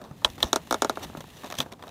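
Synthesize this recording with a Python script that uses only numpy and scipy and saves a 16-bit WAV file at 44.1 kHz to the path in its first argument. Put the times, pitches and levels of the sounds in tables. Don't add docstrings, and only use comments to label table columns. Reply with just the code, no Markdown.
import sys
import numpy as np
from scipy import signal
from scipy.fft import rfft, irfft
from scipy.io import wavfile

SR = 44100
rng = np.random.default_rng(int(sys.argv[2]) if len(sys.argv) > 2 else 0)


def int16_out(signal):
    q = np.round(np.clip(np.atleast_2d(signal).T, -1, 1) * 32767)
    wavfile.write(sys.argv[1], SR, q.astype(np.int16))


N = 83790


def from_db(db):
    return 10 ** (np.asarray(db) / 20)


def rms_one(x):
    return x / np.sqrt(np.mean(x ** 2) + 1e-20)


def curve(rows, column):
    rows = np.array(rows)
    return np.interp(np.arange(N) / SR, rows[:, 0], rows[:, column])


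def coloured(x, spectrum):
    hz, db = np.transpose(spectrum)
    log_hz = np.log(np.maximum(np.fft.rfftfreq(N, 1 / SR), 10))
    gain = from_db(np.interp(log_hz, np.log(hz), db, -60))
    return rms_one(irfft(rfft(x) * gain, N))


def band(x, low_hz, high_hz):
    edges = [low_hz, min(high_hz, .45 * SR)]
    return signal.sosfilt(signal.butter(2, edges, "band", fs=SR, output="sos"), x)


def ring(x, modes, turn=-1):
    out = 0
    for k, (hz, db, t60) in enumerate(modes):
        r = from_db(-60 / (t60 * SR))
        w = 2 * np.pi * hz / SR
        tone = signal.lfilter([0, np.sin(w)], [1, -2 * r * np.cos(w), r * r], x + 1e-18)
        out = out + turn ** k * from_db(db) * tone
    return out


def clicks(s, db):
    out = np.zeros(N)
    np.add.at(out, np.clip((s * SR).astype(int), 0, N - 1), from_db(db))
    return out


def splinters(s, db, ms):
    draw = rng.random((len(s), 8))
    out = clicks(s, db)
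    for k in range(4):
        later = s + draw[:, k] * np.abs(ms) / 1000
        out = out + (-1) ** k * clicks(later, db - 4.0 - 6 * draw[:, 4 + k])
    return out


def tail(s, db, t60):
    r = from_db(-120 / (t60 * SR))
    power = signal.lfilter([1], [1, -r], clicks(s, db) ** 2 + 1e-18)
    return np.sqrt(power) * rng.standard_normal(N)


def after_sound(s, tick_db, body_db):
    bright = tail(s, tick_db - 5, 0.048)
    dull = tail(s, body_db - 9.5, 0.11)
    return band(bright, 2500, 7400) + band(dull, 282, 1074)


def dying(s, db, t60):
    t = np.arange(N) / SR
    return sum(np.where(t >= start, from_db(level - 60 * np.maximum(t - start, 0) / abs(fade)), 0)
               for start, level, fade in zip(s, db, t60))


def swelling(s, length, db):
    t = np.arange(N) / SR
    return sum(from_db(level) * np.cos(np.pi * np.clip((t - middle) / width, -.5, .5)) ** 2
               for middle, width, level in zip(s, length, db))


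# frequency in Hz, relative level in dB per Hz.
ROOM_COLOUR = [(18, -52), (30, -19), (239, -12.5), (336, 0), (844, 1.5), (1590, -14.5), (2350, -12.5),
               (3580, -14.5), (4530, -15), (14800, -23.5), (16000, -24)]


def room():
    return from_db(-61.5) * coloured(rng.standard_normal(N), ROOM_COLOUR)


# time in seconds, level in dB.
HAND_LOUDNESS = [(0.0, -52.5), (0.226, -51.5), (0.418, -46), (0.492, -47), (0.82, -51.5), (0.968, -49.5),
                 (1.058, -45), (1.232, -50.5), (1.418, -53), (1.592, -51), (1.9, -53)]


def handling():
    rumble = rms_one(band(rng.standard_normal(N), 55, 245))
    return from_db(curve(HAND_LOUDNESS, 1)) * rumble


# start in seconds, pitch in Hz, level in dB, time to fade by 60 dB in seconds.
KNUCKLE_BUMPS = [(0.111, 145, -29, 0.06), (0.251, 65.4, -26.5, 0.06), (0.296, 58.1, -34, 0.078),
                 (0.443, 67.5, -21.5, 0.064), (0.445, 235, -30.5, 0.059), (0.717, 70, -38, 0.075),
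                 (1.047, 63, -33.5, 0.086), (1.1, 224, -29, 0.023), (1.151, 316, -32, 0.027),
                 (1.176, 156, -35, 0.13), (1.177, 235, -36, 0.14), (1.443, 242, -32.5, 0.033),
                 (1.59, 134, -29.5, .12), (1.595, 255, -31.5, 0.14)]


def bumps():
    return sum(ring(clicks(np.array([s]), db), [(hz, 0, t60)]) for s, hz, db, t60 in KNUCKLE_BUMPS)


# pitch in Hz, level in dB, time to fade by 60 dB in seconds.
EDGE_TONES = [(3585, 1, 0.0082), (3990, 0, 0.0093), (5200, -9, 0.013), (5605, -3, 0.01),
              (6435, 0.5, 0.0067), (7080, -5.5, 0.0095), (8810, -1.5, 0.0031), (11240, -12.5, 0.0076),
              (12360, -11.5, 0.0096), (14600, -11.5, 0.0069)]


def ring_edge(x):
    return ring(x, EDGE_TONES)


# pitch in Hz, level in dB, time to fade by 60 dB in seconds.
HOLLOW_TONES = [(2412, 5.5, 0.012), (2530, 5, .012), (3110, -1.5, 0.015), (3312, 2.5, 0.014),
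                (4790, 6, 0.0044), (3533, 3.5, 0.012), (3876, 5.5, 0.013)]


def ring_hollow(x, part=slice(None), turn=-1):
    return ring(x, HOLLOW_TONES[part], turn)


# pitch in Hz, level in dB, time to fade by 60 dB in seconds.
DOOR_TONES = [(578, 2, 0.026), (869, -1.5, 0.039), (962.4, 1, 0.031), (1125, 8, 0.0078), (1342, 1, 0.017),
              (1766, -0.5, 0.015)]


def ring_door(x):
    return ring(x, DOOR_TONES)


def fibre_grains():
    per_second, spread_db, patchy_db, patch_ms = 12000, 3, 2, 3.2
    sizes = from_db(spread_db * np.minimum(rng.exponential(1, N), 5)) * rng.choice([-1, 1], N)
    slow = np.exp(-1000 / (patch_ms * SR))
    clumps = rms_one(signal.lfilter([1], [1, -slow], rng.standard_normal(N)))
    return sizes * (rng.random(N) < per_second / SR) * from_db(patchy_db * clumps)


# frequency in Hz, relative level in dB per Hz.
FIBRE_COLOUR = [(530, -38), (900, -8), (1420, -11), (1810, 0.5), (2300, -6), (2540, -1.5), (3550, -3),
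                (4200, -4), (4570, -9.5), (6970, -8.5), (7770, -12), (16000, -13)]


def fibres(grains):
    return coloured(grains, FIBRE_COLOUR)


# frequency in Hz, relative level in dB per Hz.
CARD_COLOUR = [(120, -31), (200, 4), (481, 1), (681, 2), (757, -1), (1040, 0.5), (1490, -8.5),
               (1730, -11.5), (2500, -50)]


def dull_noise():
    return coloured(rng.standard_normal(N), CARD_COLOUR)


def dull_rub(loudness, dull):
    return band(loudness * dull, 215, 2222.2)


def bright_rub(loudness, grains):
    edge, hollow = rms_one(ring_edge(grains)), rms_one(ring_hollow(grains))
    return loudness * (.5 * fibres(grains) + from_db(-10) * edge + from_db(-7.5) * hollow)


# time in seconds, treble level in dB, middle level in dB.
FIBRE_LOUDNESS = [(0.0, -66, -47), (0.084, -68, -63.5), (0.29, -52.5, -63), (0.418, -55, -58),
                  (0.522, -52.5, -57), (0.612, -56, -57.5), (0.776, -53, -59), (0.904, -54.5, -53),
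                  (1.036, -51, -49), (1.21, -57, -65.5), (1.412, -52, -53), (1.528, -56.5, -57),
                  (1.65, -58, -50.5), (1.766, -71, -65), (1.9, -56, -48)]


def rustle(grains, dull):
    rub = fibres(grains) + from_db(-28) * rms_one(ring_hollow(grains))
    treble = from_db(curve(FIBRE_LOUDNESS, 1)) * rub
    return treble + dull_rub(from_db(curve(FIBRE_LOUDNESS, 2)), dull)


# middle of the scrape in seconds, length in seconds,
# treble level in dB, middle-range level in dB, level of the edge's ring in dB.
CARD_SCRAPES = [(0.461, 0.11, -49.5, -43.5, -51.5), (1.038, 0.051, -39.5, -40.5, -47.5),
                (1.585, 0.028, -34.5, -55, -45), (1.612, 0.068, -36.5, -40, -61),
                (1.728, 0.049, -64, -45, -66), (1.368, 0.12, -62, -71, -61)]


def scrapes(grains, dull):
    s, length, treble_db, middle_db, edge_db = np.transpose(CARD_SCRAPES)
    edge = rms_one(band(rms_one(ring_edge(grains)), 5050, 6600))
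    return (bright_rub(swelling(s, length, treble_db), grains)
            + dull_rub(swelling(s, length, middle_db), dull)
            + swelling(s, length, edge_db) * edge)


# (the treble takes 0.7 of it, the middle 0.92, to fade by 60 dB).
SMALL_CRACKLES = [(0.015, -47.5, -40, 0.055), (.040, -46, -45.5, 0.015), (0.047, -52.5, -47, 0.22),
                  (0.111, -56.5, -43.5, 0.047), (0.218, -83, -46, 0.2), (.301, -41, -46.5, 0.015),
                  (0.38, -47, -35, 0.053), (0.404, -37.5, -42, 0.093), (0.425, -36, -58, 0.054),
                  (0.4359, -47, -21.5, 0.017), (.442, -31.5, -47, 0.033), (0.672, -47, -45, 0.018),
                  (0.956, -42.5, -64, 0.052), (1.007, -54, -40.5, 0.035), (1.133, -65, -43.5, 0.017),
                  (1.171, -46, -37, 0.088), (1.206, -38.5, -39.5, 0.043), (1.241, -50, -41.5, 0.024),
                  (1.28, -61, -42, 0.015), (1.435, -46, -32.5, 0.014), (1.443, -38, -32, 0.0095),
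                  (1.447, -43, -35.5, 0.041), (1.458, -44, -37, 0.018), (1.463, -44, -44, 0.017),
                  (1.4695, -43, -38, 0.022), (1.476, -50, -48, 0.017), (1.501, -35, -35.5, 0.033),
                  (1.511, -41, -41, 0.064), (1.524, -32, -31, 0.03), (1.540, -42, -32.5, 0.036),
                  (1.5522, -37, -46, 0.048), (1.569, -43, -55, 0.027), (1.615, -38.5, -59, 0.034),
                  (1.661, -60, -42, 0.065), (1.7195, -41, -43, 0.02), (1.724, -38.5, -43, 0.023),
                  (1.734, -47.5, -48, 0.026), (1.794, -58, -46.5, 0.067), (1.825, -42, -37, 0.013),
                  (1.837, -54, -39, 0.066), (1.870, -49, -38, 0.016), (1.879, -44, -42, 0.024),
                  (1.891, -45, -52, 0.0092)]


def crackle_starts():
    s, treble_db, middle_db, _ = np.transpose(SMALL_CRACKLES)
    edge = ring_edge(splinters(s, treble_db - 6, 1.3))
    door = ring_door(splinters(s, middle_db - 9, 2.2))
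    hollow = ring_hollow(splinters(s, treble_db - 11.5, 1.9))
    return edge + door + hollow


def crackle_fades(grains, dull):
    s, treble_db, middle_db, fade = np.transpose(SMALL_CRACKLES)
    bright = bright_rub(dying(s, treble_db, fade * 0.7), grains)
    return bright + dull_rub(dying(s, middle_db, fade * 0.92), dull)


# start in seconds, tick level in dB, level in dB of the hollow's
# first five tones, of its sixth tone, of its seventh tone, level of the door's body in dB,
# length of the tick in milliseconds, delay of the ringing in milliseconds.
HOLLOW_POPS = [(0.2461, -21.5, -9, -18, -13, -17, 1.2, 1.23),
               (.4281, -21.5, -40, -9.5, -15, -22.5, 1.08, 0.2),
               (.4310, -27, -30, -16.5, -25.5, -30, 0.97, .058), (1.5858, -27, -25, -42, -44, -36, 4.7, .6),
               (1.6023, -25, -16.5, -43, -38, -25.5, 1.7, 1.07),
               (1.6072, -43, -28, -42, -50, -41, 2.1, 0.55)]


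def pops():
    s, tick_db, five_db, sixth_db, seventh_db, body_db, ms, lag_ms = np.transpose(HOLLOW_POPS)
    late = s + lag_ms / 1000
    hollow = (ring_hollow(clicks(late, five_db), slice(0, 5), 1)
              + ring_hollow(clicks(late, sixth_db), slice(5, 6), 1)
              + ring_hollow(clicks(late, seventh_db), slice(6, 7), 1))
    hollow = band(band(hollow, 2790, 4440), 2790, 4440)
    tick = ring_edge(splinters(s, tick_db, ms))
    door = ring_door(clicks(late, body_db))
    return tick + hollow + door + after_sound(late, np.maximum(five_db, seventh_db) - 5.5, body_db + 13)


# pitch in Hz, relative level in dB, time to fade by 60 dB in seconds.
BOX_TONES = [(242, 2.5, 0.03), (424, -3.5, 0.065), (503, 4.5, 0.015), (583, 7.5, 0.014), (639.5, -3, 0.07),
             (917, -3.5, 0.037), (1203, 2, 0.016), (1422, -2, 0.04), (830, -10, 0.026), (1715, -5.5, 0.02),
             (2215, -5.5, 0.043)]


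def ring_box(x):
    return band(from_db(-36) * ring(x, BOX_TONES), 257, 4100)


# start in seconds, tick level in dB, thump level in dB.
BRIDGE_SNAPS = [(.5299, -17.5, -5.5), (.5592, -19, -8), (.7093, -23, -8.5), (.7250, -24, -7.5),
                (.7426, -27, -9.5), (.8203, -18.5, -4.5), (.8462, -26.5, -8.5), (.8955, -24, -8),
                (.9713, -46, -16.5), (1.0977, -53, -32), (1.1485, -61.5, -24)]


def snaps():
    thump_lag_s, thump_width_s, rebound = .0023, .00023, .72
    s, tick_db, thump_db = np.transpose(BRIDGE_SNAPS)
    late = s + thump_lag_s
    push = clicks(late, thump_db)
    u = np.arange(-100, 101) / SR / thump_width_s
    inward = (rebound * u ** 2 - 1) * np.exp(-u ** 2 / 2)
    thump = band(np.convolve(push, inward, "same"), 192, 7100)
    box = ring_box(np.convolve(push, np.exp(-2 * u ** 2), "same"))
    tick = ring_edge(splinters(s, tick_db, 1.05))
    return tick + thump + box + after_sound(late, tick_db, thump_db)


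def scene():
    background = handling() + room() + bumps()
    breaks = snaps() + pops()
    grains, starts, dull = fibre_grains(), crackle_starts(), dull_noise()
    rubbing = rustle(grains, dull) + scrapes(grains, dull) + crackle_fades(grains, dull)
    return (background + breaks + starts + rubbing)[None]


def record(dry):
    dry = signal.sosfilt(signal.butter(2, 41.6, "high", fs=SR, output="sos"), dry)
    return signal.sosfilt(signal.cheby2(18, 115, 16900, fs=SR, output="sos"), dry)


dry = scene()
out = record(dry)
int16_out(out)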